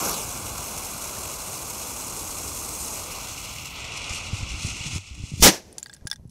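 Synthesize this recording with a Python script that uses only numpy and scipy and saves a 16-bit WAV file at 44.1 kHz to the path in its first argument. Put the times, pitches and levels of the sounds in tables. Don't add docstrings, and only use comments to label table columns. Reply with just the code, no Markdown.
import sys
import numpy as np
from scipy import signal
from scipy.io import wavfile

SR = 44100
rng = np.random.default_rng(int(sys.argv[2]) if len(sys.argv) > 2 else 0)


def gain_from_db(level_db):
    decades = np.asarray(level_db, float) / 20
    return 10 ** decades


def output_pcm(signal):
    pcm = np.clip(np.atleast_2d(signal).T, -1, 1) * 32767
    wavfile.write(sys.argv[1], SR, np.round(pcm).astype(np.int16))


N = 277830
STEP = 40
SHOCK_S = 5.4242


def clock():
    return np.arange(N) / SR


def rms_one(x):
    return x / np.sqrt(np.mean(x ** 2) + 1e-20)


def band_pass(x, low_hz, high_hz):
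    return signal.sosfilt(signal.butter(2, [low_hz, high_hz], "band", fs=SR, output="sos"), x)


def in_time(rows):
    s, *columns = np.transpose(rows)
    return [np.interp(clock(), s, c) for c in columns]


def at_hz(points, hz):
    points = np.array(points)
    return np.interp(np.log(hz), np.log(points[:, 0]), points[:, 1])


def spread(slow):
    return np.interp(np.arange(N) / STEP, np.arange(len(slow)), slow)


def slow_drift(rate_hz):
    r = np.exp(-2 * STEP * np.pi * rate_hz / SR)
    settle = 2000
    chance = rng.standard_normal(N // STEP + settle + 2)
    smooth = signal.lfilter([1], [1, -2 * r, r * r], chance)
    return rms_one(smooth[settle:])[:-(-N // STEP)]


def drift(rate_hz):
    return spread(slow_drift(rate_hz))


def ring(clicks, hz, t60):
    r, w = gain_from_db(-60 / (t60 * SR)), 2 * np.pi * hz / SR
    return signal.lfilter([0, np.sin(w)], [1, -2 * r * np.cos(w), r * r], clicks + 1e-18)


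def cut(x, hz, width_hz, db):
    w, a, g = 2 * np.pi * hz / SR, np.tan(np.pi * width_hz / SR), gain_from_db(db / 2)
    zeros = [1 + a * g, -2 * np.cos(w), 1 - a * g]
    poles = [1 + a / g, -2 * np.cos(w), 1 - a / g]
    return signal.lfilter(zeros, poles, x)


def flatten(x, top, knee):
    return x / (1 + np.abs(x / top) ** knee) ** (1 / knee)


def blended_noise(first, second, share, span, flicker_db, tilt_db=0, flutter_db=0, count=3):
    edges = np.geomspace(*span, round(count * np.log2(span[1] / span[0])) + 1)
    white, out, power = rng.standard_normal((2, N)), 0, 0
    share, tilt_db, flutter_db = [(v + np.zeros(N))[::STEP] for v in (share, tilt_db, flutter_db)]
    for k, (low, high) in enumerate(zip(edges, edges[1:])):
        hz = np.sqrt(low * high)
        band = band_pass(white[k % 2], low, high)
        colour_db = (1.5 - share) * at_hz(first, hz) + share * at_hz(second, hz)
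        gain = gain_from_db(colour_db + tilt_db * np.log2(max(hz, 2800.) / 2800.))
        power = power + gain ** 2 * (high - low)
        grip = np.clip(np.log2(hz / 700) / 3, 0, 1)
        out = out + band * spread(gain * gain_from_db(flicker_db * slow_drift(24) + flutter_db * grip))
    return out / spread(np.sqrt(power * 3.08 / SR))


def gain_step_db():
    return -11.5 * (clock() > 4.984)


# time in seconds, hiss in dB, heat of the flame in dB.
BURN = [(0.0, -26, -4), (0.05, -26.5, -6.5), (0.25, -32.5, -0.5), (0.48, -34, -2.5), (2.0, -34, -0.5),
        (2.6, -34, 0.5), (2.83, -32.5, 3.5), (3.12, -34.5, -4.5), (3.38, -35, -3), (3.7, -36.8, -6),
        (3.73, -36.5, -14), (3.81, -33.5, -12), (4.02, -32.5, -10.5), (4.45, -36, -10.5), (4.83, -34, -5),
        (5.05, -34.5, -6), (5.33, -33.5, -2)]
# centre in seconds, strength in dB, half length in seconds.
PUFFS = [(3.98, 3, .03), (4.15, 11, .09), (4.26, 8, .045), (4.38, 10.5, .07), (4.655, 9.5, .19),
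         (4.96, 9, .11), (5.152, 12, .012), (5.284, 7, .07), (5.39, 10.5, .06)]
SHADOW_S = 3.74


def flame(inside):
    t, (hiss_db, heat_db) = clock(), in_time(BURN)
    puff_db = sum(db * np.clip(1 - np.abs(t - s) / half_s, 0, 1) for s, db, half_s in PUFFS)
    open_db, hidden_db = -8.5 - 11 * inside, -28.5
    gone = np.clip((t - SHADOW_S + .04) / .12, 0, 1)
    sizzle_db = (1 - gone) * open_db + gone * hidden_db + puff_db
    return hiss_db + .25 * puff_db + gain_step_db(), heat_db + .55 * puff_db, sizzle_db


# time in seconds, share from 0 to 1.
INSIDE = [(0, 0.07), (2.9, 0.01), (3.3, 0.42), (3.7, .7), (4.0, 0.66), (5.4, 1)]
# frequency in Hz, level in dB per Hz.
OPEN_JET = [(88, -31), (150, -2), (729, -2), (1170, 0), (1790, -5), (2290, -3.5), (3740, -7.5), (4080, -6),
            (4780, -7), (6560, -3), (10000, -5.5), (13000, -37), (22000, -120)]
TUBE_JET = [(180, -38), (300, -29.5), (396, -17.5), (1190, -10), (1420, -4.5), (1670, -25.5), (2170, -1),
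            (2710, 4), (3630, -4), (6530, -4.5), (10000, -17.5), (13000, -50), (22000, -120)]
# frequency in Hz, level in dB per Hz.
OPEN_SIZZLE = [(9500, -1), (11300, -2), (13200, -7.5), (16000, -11)]
TUBE_SIZZLE = [(9500, 12), (11300, -4), (13200, -13), (16000, -25.5)]
# frequency in Hz, width in Hz, depth in dB.
GROUND = [(3100, 123, -12), (3703, 86, -14.5), (4740, 490, -4.5), (7150, 150, -8), (9670, 250, -6),
          (10170, 690, -7), (14000, 260, 4.5)]
# frequency in Hz, width in Hz, depth in dB.
FIRST_DIP = (1900, 370, -18)
LAST_DIP = (1624, 510, -15.5)
# time in seconds, delay in ms, level in dB.
HAND = [(0, .15, -13), (.1, .165, -9), (.2, .33, -9), (.28, .45, -17), (.4, .6, -40), (.5, .6, -60)]


def fuse():
    inside = in_time(INSIDE)[0]
    hiss_db, heat_db, sizzle_db = flame(inside)
    hidden = np.clip((clock() - SHADOW_S) / .3, 0, 1)
    hidden = hidden - 0.33 * inside * (1 - hidden)
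    spits = (rng.random(N) < 70 / SR) * rng.random(N)
    spit_db = 3 * signal.lfilter([1], [1, -gain_from_db(-60 / (.04 * SR))], spits)
    flutter_db = spit_db + .8 * drift(25) + 1.3 * drift(140) + 1.1 * inside * drift(18)
    tilt_db = 0.68 * (heat_db + 1.5 + 1.2 * inside)
    jet = blended_noise(OPEN_JET, TUBE_JET, inside, (130, 9500), 0.83, tilt_db, flutter_db)
    sizzle = blended_noise(OPEN_SIZZLE, TUBE_SIZZLE, hidden, (9500, 16500), .8, 0, flutter_db, count=8)
    jet = jet + gain_from_db(sizzle_db + 2.0) * sizzle
    for hz, width_hz, db in GROUND:
        jet = cut(jet, hz, width_hz, db)
    travel = np.sqrt(np.arange(N) / N)
    jet = (1 - travel) * cut(jet, *FIRST_DIP) + travel * cut(jet, *LAST_DIP)
    delay_ms, hand_db = in_time(HAND)
    jet = jet + gain_from_db(hand_db) * np.interp(np.arange(N) - delay_ms * SR / 1000, np.arange(N), jet)
    return jet * gain_from_db(hiss_db + 2.27) * (clock() < SHOCK_S)


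# time in seconds, rumble in dB.
WIND = [(0.0, -41), (0.47, -38), (1.2, -42.5), (3.37, -40), (3.9, -41), (4.26, -37), (4.74, -35),
        (4.84, -40), (4.98, -28), (4.995, -41), (5.2, -29), (5.34, -34), (5.39, -23), (5.56, -44),
        (5.676, -37), (5.78, -44), (6.3, -36)]
# frequency in Hz, level in dB per Hz.
RUMBLE = [(12, -44), (20, -19.5), (34, -3.5), (59, -0.5), (109, -1.5), (147, -7), (300, -9.5), (390, -59.5),
          (660, -120)]
YARD = [(12, -41), (20, -10), (107, -8.5), (182, -6), (220, -22), (615, -29), (1200, -58), (1560, -88),
        (2640, -120)]
# start in seconds, peak in dB, frequency in Hz, t60 in seconds.
BUFFETS = [(4.108, -24.5, 51.1, 0.037), (4.331, -18, 91.5, 0.077), (4.405, -29, 111, 0.074),
           (4.429, -20, 61.9, 0.049), (4.51, -25, 56.5, 0.11), (4.541, -25.5, 51.1, 0.078),
           (4.648, -15.5, 96, 0.03), (4.808, -25, 88.8, 0.055), (4.859, -29.5, 137, 0.13),
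           (4.932, -24, 76, 0.09), (4.959, -22.5, 95.5, 0.14), (5.11, -31.5, 62.5, 0.17),
           (5.178, -38, 156, 0.095), (5.198, -29, 86.1, 0.11), (5.237, -19.5, 80.7, 0.037),
           (5.318, -28, 142, 0.087), (5.337, -21, 95, 0.051), (5.396, -25.5, 159, 0.06),
           (5.404, -20, 51.1, 0.1), (6.021, -36, 51.7, 0.065), (6.053, -20.5, 91, 0.02),
           (6.196, -35, 70.0, 0.06), (6.253, -29, 110, 0.051), (6.275, -42, 64.6, 0.049)]


def wind():
    after = clock() > SHOCK_S
    rumble = blended_noise(RUMBLE, YARD, after, (18, 1300), 1.7, count=2)
    rumble = rumble * gain_from_db(in_time(WIND)[0] + gain_step_db() - 1.5)
    t = np.arange(round(.12 * SR)) / SR
    for s, peak_db, hz, t60 in BUFFETS:
        i = round(s * SR)
        turns = hz * (t + 0.0023 * (1 - np.exp(-t / 0.0051)))
        fade = gain_from_db(peak_db + 3 - 60 * t / max(t60, .01)) * (1 - np.exp(-t / .001))
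        thump = np.sin(2 * np.pi * turns) * fade
        rumble[i:i + len(t)] += thump[:N - i]
    return rumble


def self_noise():
    return gain_from_db(-79) * rms_one(band_pass(rng.standard_normal(N), 9000, 12500))


# time in seconds, peak in dB.
SPARKS = [(1.0182, -21), (1.4068, -22), (1.4916, -21), (1.5789, -22), (2.001, -11.5), (2.6914, -24),
          (2.9473, -16), (3.0356, -17), (3.4557, -17), (3.9201, -30), (3.972, -25), (4.5611, -27),
          (4.6115, -20), (5.3863, -22)]


def sparks():
    clicks = np.zeros(N)
    clicks[[round(s * SR) for s, db in SPARKS]] = gain_from_db(np.array(SPARKS)[:, 1] - 0.5)
    return band_pass(clicks + 1e-18, 4000, 11000)


# time in seconds, peak in dB, frequency in Hz.
POPS = [
    (1.166, -39, 1780),
    (1.402, -35, 4150),
    (1.578, -39, 4600),
]


def pops():
    return sum(ring(gain_from_db(db) * (np.arange(N) == round(s * SR)), hz, .03) for s, db, hz in POPS)


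def blast_level(t):
    flare_s = 5.4045
    flare = gain_from_db(-30 + 380 * (np.minimum(t, SHOCK_S) - flare_s) - 12 * (t < flare_s))
    crest_s = 5.455
    crest = gain_from_db(2.5 - 9000 * np.where(t < crest_s, .4, 1) * (t - crest_s) ** 2)
    near = gain_from_db(-24.5 - 2100 * (t - 5.5) ** 2)
    far = gain_from_db(-45.5 - 30 * np.maximum(t - SHOCK_S, 0))
    return np.where(t < SHOCK_S, flare, np.sqrt(crest ** 2 + near ** 2 + far ** 2))


# frequency in Hz, level in dB per Hz.
FRONT = [(30, -12), (60, 1), (200, -3), (500, -4), (1400, -7.5), (3000, -6), (6000, -3.5), (9000, -7.5),
         (16000, -11.5)]
ECHO = [(30, -24), (100, -13.5), (300, -4.5), (700, -7), (1200, -15.5), (2000, -11.5), (4000, -16),
        (6200, -10.5), (8000, -21.5), (11000, -19), (16000, -39)]
# start in seconds, level in dB, swing in Hz, t60 in seconds.
PUSHES = [
    (5.4242, 3, 18, .04),
    (5.4545, 3, 40, .024),
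    (5.4672, 3, 500, .028),
    (5.474, -4, 195, .06),
    (5.4845, -5, 300, .03),
    (5.4965, -9, 300, .02),
]


def bang():
    t = clock()
    late = np.clip((t - 5.45) / .05, 0, 1)
    roar = blended_noise(FRONT, ECHO, late, (30, 16500), 1) * blast_level(t)
    out = np.where(t < SHOCK_S - .005, band_pass(roar, 3500, 14000), roar)
    for s, db, hz, t60 in PUSHES:
        since = np.maximum(t - s, 0)
        out = out + (t > s) * np.cos(2 * np.pi * hz * since) * gain_from_db(db - 60 * since / t60)
    return out


# centre in seconds, level in dB.
MURMUR = [
    (6.028, -54),
    (6.06, -48),
    (6.192, -57),
    (6.254, -59),
]


def murmur():
    noise = band_pass(rng.standard_normal(N), 200, 620)
    t, holds_s = clock(), 5.81
    level = gain_from_db(-54 + (t > holds_s) * (-7 - 30 * (t - holds_s)))
    level = level + sum(gain_from_db(db) * np.exp(-np.abs(t - s) / .012) for s, db in MURMUR)
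    return rms_one(noise) * level * gain_from_db(-3.5 + 2.2 * drift(20)) * (t > SHOCK_S)


# time in seconds, centre in Hz, level in dB.
WHOOSH = [(5.6, 178.7, -78), (5.67, 218.2, -54), (5.72, 423, -55), (5.755, 522, -55), (5.79, 797, -71),
          (5.83, 900, -80)]


def whoosh():
    hz, db = in_time(WHOOSH)
    wobble = signal.sosfilt(signal.butter(2, 130, fs=SR, output="sos"), rng.standard_normal((2, N)))
    turn = 2 * np.pi * np.cumsum(hz) / SR
    air = rms_one(wobble[0] * np.cos(turn) + wobble[1] * np.sin(turn))
    return gain_from_db(db) * air * (clock() > SHOCK_S)


# start in seconds, peak in dB, ring in Hz, scatter in dB re peak.
DEBRIS = [(5.7269, -34, 9300, -13), (5.7821, -22.5, 7340, -6), (5.7837, -30, 4600, -8),
          (5.7964, -35, 7280, -4), (5.8024, -43, 5760, -10), (5.8287, -14, 7200, -21.5),
          (5.8354, -34, 4540, -10), (5.8425, -37, 7020, -10), (5.8596, -26, 4650, -19),
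          (5.8674, -36, 4500, -10), (5.883, -49, 7200, -5), (5.896, -31, 5050, -16),
          (5.914, -39, 7800, -21), (5.931, -29, 4470, -22), (5.9363, -28.5, 7800, -11),
          (5.9454, -34, 7000, -10), (5.9647, -40, 5180, -8.5), (5.9874, -59, 4910, -12),
          (6.0534, -50, 9900, -8), (6.0621, -44, 7320, -10), (6.0713, -21.5, 6950, -6.5),
          (6.0745, -31, 5230, -5), (6.1, -24, 6100, -14), (6.114, -7.5, 5260, -24), (6.1293, -32, 5590, -5),
          (6.131, -26, 5050, -16), (6.137, -31, 5600, -14), (6.1589, -36, 6000, -10),
          (6.2754, -50, 10500, -13), (6.2954, -49, 6300, -4.5)]


def debris():
    out = np.zeros(N)
    t = np.arange(round(.07 * SR)) / SR
    shape = (len(DEBRIS), len(t))
    crunch = band_pass(rng.standard_normal(shape) * rng.exponential(1, shape), 3200, 15000)
    uppers_hz = rng.uniform(8200, 11000, len(DEBRIS))
    for (s, peak_db, hz, grit_db), upper_hz, noise in zip(DEBRIS, uppers_hz, crunch):
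        i = round(s * SR)
        upper = gain_from_db(-7 + .35 * grit_db)
        rings = 0.7 * np.sin(2 * np.pi * hz * t) + 0.44 * upper * np.sin(2 * np.pi * upper_hz * t)
        rings = rings * gain_from_db(-60 * t / 0.01) * (1 - np.exp(-t / 0.0002)) ** 2
        crack = 0.7 * upper * noise * gain_from_db(-60 * t / 0.0043)
        grit = ring(noise, hz, .0015) + 3.7 * upper * ring(noise, upper_hz, 0.0018)
        grit = rms_one(grit + .5 * noise + 2.6 * upper * np.diff(noise, prepend=0))
        hit = rings + crack + gain_from_db(grit_db - 60 * t / .027) * grit
        out[i:i + len(t)] += gain_from_db(peak_db) * hit[:N - i]
    return out


# time in seconds, level of the mode pair in dB,
# turn of the tube from 0 to 1, top mode in dB re the pair.
KNOCKS = [(5.781, -48, .35, -8), (5.828, -50, .3, -4), (5.861, -40, .5, -9), (5.897, -42, .06, -2.5),
          (5.929, -48.5, .78, -4.5), (5.949, -55.5, .24, -10.5), (5.967, -56, .27, -5),
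          (6.01, -61, .13, -7), (6.07, -33, .05, -7), (6.101, -51.5, .36, 3.5), (6.114, -33, .13, 9),
          (6.128, -34.5, .62, -9), (6.159, -53.5, .46, 4.5)]
# frequency in Hz, t60 in seconds.
TUBE = [
    (860, 0.057),
    (1635, 0.04),
    (1880, 0.026),
    (3535, 0.027),
]


def tube():
    s, db, turn, top_db = np.transpose(KNOCKS)
    low_db = -19 + 18 * (s == s.min())
    strengths = [gain_from_db(low_db), np.cos(turn * np.pi / 2), np.sin(turn * np.pi / 2), gain_from_db(top_db)]
    out = np.zeros(N)
    for (hz, t60), strength in zip(TUBE, strengths):
        clicks = np.zeros(N)
        clicks[(s * SR).astype(int)] = gain_from_db(db + 4.5) * strength
        out += ring(clicks, hz, t60)
    return band_pass(out, 700, 5000)


def scene():
    burning = fuse() + wind() + self_noise() + sparks() + pops()
    blast = bang() + murmur() + whoosh() + debris() + tube()
    return (burning + blast)[None]


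def roll_off(x):
    return signal.sosfilt(signal.butter(12, 16500, fs=SR, output="sos"), x)


def record(dry):
    overloaded = flatten(dry, .48, 4.5)
    cut_top = signal.sosfilt(signal.ellip(12, .3, 62, 15720, fs=SR, output="sos"), overloaded)
    return roll_off(flatten(cut_top, .66, 8))


dry = scene()
out = record(dry)
output_pcm(out)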